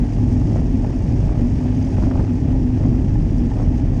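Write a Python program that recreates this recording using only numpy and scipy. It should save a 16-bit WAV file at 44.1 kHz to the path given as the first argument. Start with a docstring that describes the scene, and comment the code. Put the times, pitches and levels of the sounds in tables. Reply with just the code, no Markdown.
"""A country road, from a camera microphone on a racing bicycle at the head of a bunch. From the start wind
rumbles right on the microphone and rough asphalt makes the frame and camera mount hum and drone, while tyres
hiss and chains fizz and tick behind. From half a second in, the wind flutters harder in surges that follow the
pedal strokes, about two a second; its sharp puffs come thickest just after two seconds. A bump in the road
knocks the camera before the first second is out, and three more follow near the end."""
import sys
import numpy as np
from scipy.fft import rfft, irfft, next_fast_len
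from scipy.io import wavfile
from scipy.ndimage import map_coordinates

SR = 44100
rng = np.random.default_rng(int(sys.argv[2]) if len(sys.argv) > 2 else 0)


def store_pcm(level_fs):
    """Save levels as 16-bit WAV."""
    pcm = np.round(np.clip(level_fs, -1, 1) * 32767).astype(np.int16)
    wavfile.write(sys.argv[1], SR, np.atleast_2d(pcm).T)


N = 176400
T = np.arange(N) / SR


def amp(db):
    """Decibels to gain."""
    return 10 ** (np.asarray(db) / 20)


def unit(x):
    """Scale to rms 1."""
    return x / np.sqrt(np.mean(x ** 2) + 1e-20)


def curve(rows):
    """(time [s], value) points joined by straight lines."""
    return np.interp(T, *np.transpose(rows))


def wobble(per_s):
    """A smooth random curve through per_s points a second."""
    return map_coordinates(rng.standard_normal(4096), [T * per_s], mode="wrap")


def filtered(x, response):
    """Filter x by a gain given as a function of frequency."""
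    size = next_fast_len(N + SR // 2)
    return irfft(rfft(x, size) * response(np.fft.rfftfreq(size, 1 / SR)), size)[:N]


def coloured(x, spectrum):
    """Shape x by (frequency [Hz], level [dB]) points, at rms 1."""
    points_hz, db = np.transpose(spectrum)
    return unit(filtered(x, lambda hz: amp(np.interp(np.log(hz + 1), np.log(points_hz), db, right=-120))))


def steady(x, span_s):
    """Even out the chance swells of a noise that last longer than span_s, at rms 1."""
    blur = lambda hz: np.exp(-(hz * span_s) ** 2)
    power = filtered(x ** 2, blur) / filtered(np.ones(N), blur)
    return unit(x / np.sqrt(np.abs(power) + 0.022))


def strikes(events, modes, attack_s):
    """Every event rings the decaying modes, each time a little differently."""
    out, t = np.zeros(N + SR), np.arange(SR // 10) / SR
    hz, mode_db, t60 = np.transpose(modes)[:, :, None]
    for time, db in events:
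        scatter, detune, phase = rng.standard_normal((3, len(modes), 1))
        decay = amp(mode_db + 2 * scatter - 60 * t / t60)
        ring = decay * np.sin(2 * np.pi * (hz * (1 + 0.0082 * detune) * t + phase))
        out[round(time * SR):][:len(t)] += amp(db) * ring.sum(0) * (1 - np.exp(-t / attack_s))
    return out[:N]


# Wind right on the microphone (time [s], relative level [dB])
WIND_LEVEL = [(.02, -15.5), (.09, -22), (.2, -16), (.55, -16.5), (.93, -19.5), (1.22, -15.5), (1.55, -16),
              (1.63, -20), (1.73, -17.5), (1.85, -18), (2.07, -15), (2.16, -13), (2.26, -18), (2.55, -16.5),
              (2.77, -18), (2.89, -14), (2.98, -18), (3.2, -14.5), (3.3, -17.5), (3.4, -16), (3.5, -19.5),
              (3.62, -18), (3.68, -13), (3.75, -18), (3.84, -15.5), (3.97, -18)]
# Brief lulls in it (time [s], level change [dB])
WIND_LULLS = [(.945, -4), (1.345, -6), (1.48, -5), (1.60, -3), (1.885, -4), (2.122, -11), (2.285, -3),
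              (2.385, -5), (2.68, -3), (3.80, -3)]
# Spectrum of the rumble (frequency [Hz], relative level [dB])
RUMBLE_SPECTRUM = [(12, -30.5), (25, -9.5), (42, 2), (62, -2), (80, -6.5), (105, -0.5), (135, -5.5),
                   (200, -13), (300, -15.5), (450, -34.5), (900, -54.5), (2000, -85)]

def wind_rumble(gain_db=0.5, lull_s=.026):
    """Large eddies press on the microphone, with brief lulls between them."""
    lull_db = sum(db * np.exp(-((T - time) / lull_s) ** 2) for time, db in WIND_LULLS)
    rumble = steady(coloured(rng.standard_normal(N), RUMBLE_SPECTRUM), span_s=0.062)
    return amp(gain_db + curve(WIND_LEVEL) + lull_db) * rumble


# Surges of the flutter at the microphone, in time with the pedal strokes, about two a second (time [s], length
# [s], level [dB])
WIND_SURGES = [(0.55, 0.16, -36.5), (0.885, 0.11, -38), (1.33, 0.2, -38), (1.68, 0.1, -40),
               (2.11, .25, -36), (2.49, .12, -41), (2.84, 0.13, -41), (3.595, 0.12, -37)]
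# Spectrum of the flutter (frequency [Hz], relative level [dB])
FLUTTER_SPECTRUM = [(100, -23), (300, -4.5), (390, 9.5), (480, -1.5), (650, 4), (800, -5), (930, -13.5),
                    (1200, -14), (2200, -23.5), (4000, -36), (9000, -47)]

def wind_flutter(floor_db=-41, flutter_db=4):
    """Small eddies tear off at the microphone in a quick flutter that swells in surges."""
    surge_power = sum(amp(db) ** 2 * np.exp(-(2 * (T - time) / length) ** 4)
                      for time, length, db in WIND_SURGES)
    eddies = rng.standard_normal(N) * amp(flutter_db * np.clip(wobble(per_s=240), -2, 2))
    flutter = steady(coloured(eddies, FLUTTER_SPECTRUM), span_s=.05)
    return np.sqrt(amp(floor_db) ** 2 + surge_power) * flutter


# Road shake in the mount, right at the camera (time [s], relative level [dB])
ROAD_SHAKE = [(.02, -22), (.15, -32), (.24, -19.5), (.29, -24), (.33, -21.5), (.4, -24), (.46, -33),
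              (.6, -23.5), (.68, -27), (.76, -19.5), (.89, -31), (.94, -23), (1.06, -32), (1.12, -22),
              (1.2, -32), (1.36, -29), (1.43, -19.5), (1.6, -28), (1.66, -20), (1.75, -27), (1.8, -21),
              (1.95, -28), (2.1, -23), (2.23, -31), (2.33, -19.5), (2.44, -26), (2.54, -19), (2.61, -25),
              (2.66, -20), (2.81, -27), (2.92, -22), (3.0, -21.5), (3.16, -32), (3.47, -20), (3.56, -33),
              (3.74, -21.5), (3.81, -29), (3.93, -23.5)]

def mount_hum(hum_hz=250.9, half_width_hz=15.4, gain_db=-0.5):
    """The grain of the asphalt keeps the main resonance of the camera mount ringing."""
    ring = filtered(rng.standard_normal(N), lambda hz: 1 / (1 + ((hz - hum_hz) / half_width_hz) ** 2))
    return amp(gain_db + curve(ROAD_SHAKE)) * steady(unit(ring), span_s=.09)


# Resonances of frame and mount under the camera (frequency [Hz], width [Hz], relative level [dB])
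FRAME_MODES = [(289.5, 43, 18.5), (305, 96, -3), (350, 15, -13), (660, 230, -20), (800, 41, -3)]

def frame_drone(level_db=-31.5, cutoff_hz=1100):
    """The road shakes the higher, weaker resonances of frame and mount into an even drone."""
    def response(hz):
        modes = sum((-1) ** k * amp(db) * 1j * hz * width / (centre ** 2 - hz ** 2 + 1j * hz * width)
                    for k, (centre, width, db) in enumerate(FRAME_MODES))
        return modes / (1 + (hz / cutoff_hz) ** 6)
    drone = filtered(rng.standard_normal(N), response)
    return amp(level_db) * steady(unit(drone), span_s=0.21)


# Tyres of the bunch, behind the microphone (time [s], level [dB])
TYRE_LEVEL = [(0, -47), (1, -47.5), (1.9, -46), (2.15, -47), (2.35, -48), (3.2, -48.5), (4, -48)]
# Spectrum of tread on asphalt (frequency [Hz], relative level [dB])
TREAD_SPECTRUM = [(300, -12.5), (850, 12), (1050, -12.5), (1300, -15), (1600, -1), (1880, 2), (2100, -2.5),
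                  (2450, -1), (3100, -6), (4000, -14), (6000, -12), (12000, -44.5)]

def tyre_hiss(rough_db=1.8):
    """Rolling treads hiss, roughened by the stones in the road."""
    stones_db = rough_db * wobble(per_s=170)
    return amp(curve(TYRE_LEVEL) + stones_db) * coloured(rng.standard_normal(N), TREAD_SPECTRUM)


# Chains and sprockets, behind the microphone (time [s], relative level [dB])
CHAIN_LEVEL = [(0, -59.5), (.11, -59.5), (.15, -57.5), (.25, -59), (.32, -55.5), (.39, -59.5), (.5, -57),
               (.72, -59), (1.7, -58.5), (1.9, -57), (2.06, -56), (2.14, -60), (2.52, -60.5), (3.15, -60.5),
               (3.6, -59), (3.68, -61), (3.78, -58), (3.86, -62.5), (3.97, -59)]
# Spectrum of their fizz (frequency [Hz], relative level [dB])
FIZZ_SPECTRUM = [(2500, -19), (4100, -9), (4900, -0.5), (5300, -2), (5750, 0.5), (6150, -6.5), (6500, -0.5),
                 (6900, -6.5), (7700, -10), (9000, -13), (10300, -21.5), (11500, -28), (13000, -52.5)]

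def chain_fizz(gain_db=2, grain_db=3, waver_db=.8):
    """Countless links meet their sprockets in a grainy fizz."""
    links = rng.standard_normal(N) * amp(grain_db * wobble(per_s=800))
    level_db = gain_db + curve(CHAIN_LEVEL) + waver_db * wobble(per_s=35)
    return amp(level_db) * coloured(links, FIZZ_SPECTRUM)


# The sharpest puffs, right on the microphone (time [s], peak level [dB], bright up to [Hz])
WIND_PUFFS = [(.042, -27.5, 800), (.126, -26, 700), (.186, -26, 1000), (.418, -25, 1100), (.487, -26, 600),
              (.512, -25, 650), (.542, -26, 700), (.560, -17.5, 650), (.588, -25, 750), (.620, -26, 700),
              (.848, -23, 750), (.900, -27, 700), (1.206, -26, 600), (1.229, -26, 650), (1.293, -24, 1100),
              (1.320, -25, 1000), (1.396, -23.5, 550), (1.610, -25, 700), (1.658, -25, 750),
              (1.984, -19, 750), (2.025, -22, 1200), (2.036, -20, 1200), (2.070, -19.5, 750),
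              (2.091, -24, 650), (2.113, -19.5, 1800), (2.124, -23, 600), (2.156, -20.5, 1100),
              (2.179, -24, 750), (2.196, -18.5, 900), (2.202, -24, 1600), (2.212, -23, 750),
              (2.483, -25, 550), (2.558, -25.5, 650), (2.776, -27, 600), (2.812, -23.5, 700),
              (2.835, -23.5, 750), (2.854, -23.5, 900), (3.576, -25, 600), (3.599, -21, 750),
              (3.619, -21, 700), (3.640, -25, 700), (3.675, -24, 700)]

def wind_puffs(low_cut_hz=430, tilt_db_per_octave=-5, fall_db_per_octave=21, trail_db=-6):
    """Single eddies burst on the microphone port: dull pops, each trailed by a weaker one."""
    size = 2048
    out, hz = np.zeros(N + size), np.fft.rfftfreq(size, 1 / SR) + 1
    body = amp(tilt_db_per_octave * np.log2(hz)) / (1 + (low_cut_hz / hz) ** 6)
    for time, db, bright_hz in WIND_PUFFS:
        colour = body / np.hypot(1, amp(fall_db_per_octave * np.log2(hz / bright_hz)))
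        trail_s = .0035 * (.5 + rng.random())
        for start, level in [(time, db), (time + trail_s, db + trail_db)]:
            pop = irfft(colour * np.exp(2j * np.pi * rng.random())) / irfft(colour).max()
            out[round(start * SR):][:size] += amp(level) * np.fft.fftshift(pop)
    return out[size // 2:][:N]  # centres each pop on its time


# Single chain ticks, behind the microphone (time [s], relative level [dB])
CHAIN_TICKS = [(.134, -44), (.467, -44), (.989, -44), (1.092, -43), (1.122, -43), (1.769, -40),
               (1.826, -35), (1.848, -37), (2.862, -44), (3.945, -44)]
# Modes of the steel (frequency [Hz], relative level [dB], time to fall 60 dB [s])
STEEL_MODES = [(4900, 2.5, 0.016), (5200, -5, 0.016), (6000, -5.5, 0.025), (6450, -3.5, 0.025),
               (7360, -12, 0.021), (9100, -19, .012)]

def chain_ticks(gain_db=-3.5):
    """Now and then a chain ticks, its steel ringing high and briefly."""
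    return amp(gain_db) * strikes(CHAIN_TICKS, STEEL_MODES, attack_s=.0006)


# Bumps in the road under the bicycle (time [s], relative level [dB])
ROAD_BUMPS = [(.845, -35), (3.156, -35), (3.436, -35), (3.516, -29.5)]
# Modes of the case around the microphone (frequency [Hz], relative level [dB], time to fall 60 dB [s])
CASE_MODES = [(560, -6, 0.054), (837, 16.5, 0.039), (1082, -17.5, 0.06), (1370, -14, 0.051),
              (1788, 6.5, 0.032), (2270, -13, 0.013)]

def bump_knocks(gain_db=-11.5):
    """A bump jolts frame and mount, and the camera case rings with a short knock."""
    return amp(gain_db) * strikes(ROAD_BUMPS, CASE_MODES, attack_s=.0007)


def scene():
    """Wind, road and the bunch behind, in mono at the microphone on the leading bicycle."""
    impacts = bump_knocks() + chain_ticks()
    wind = wind_rumble() + wind_flutter() + wind_puffs()
    vibration = mount_hum() + frame_drone()
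    bunch = tyre_hiss() + chain_fizz()
    return (impacts + wind + vibration + bunch)[None]


def record(dry):
    """The camera cuts off steeply above its band limit."""
    top_hz = 13500
    return filtered(dry[0], lambda hz: 1 / (1 + (hz / top_hz) ** 60))[None]


dry = scene()
out = record(dry)
store_pcm(out)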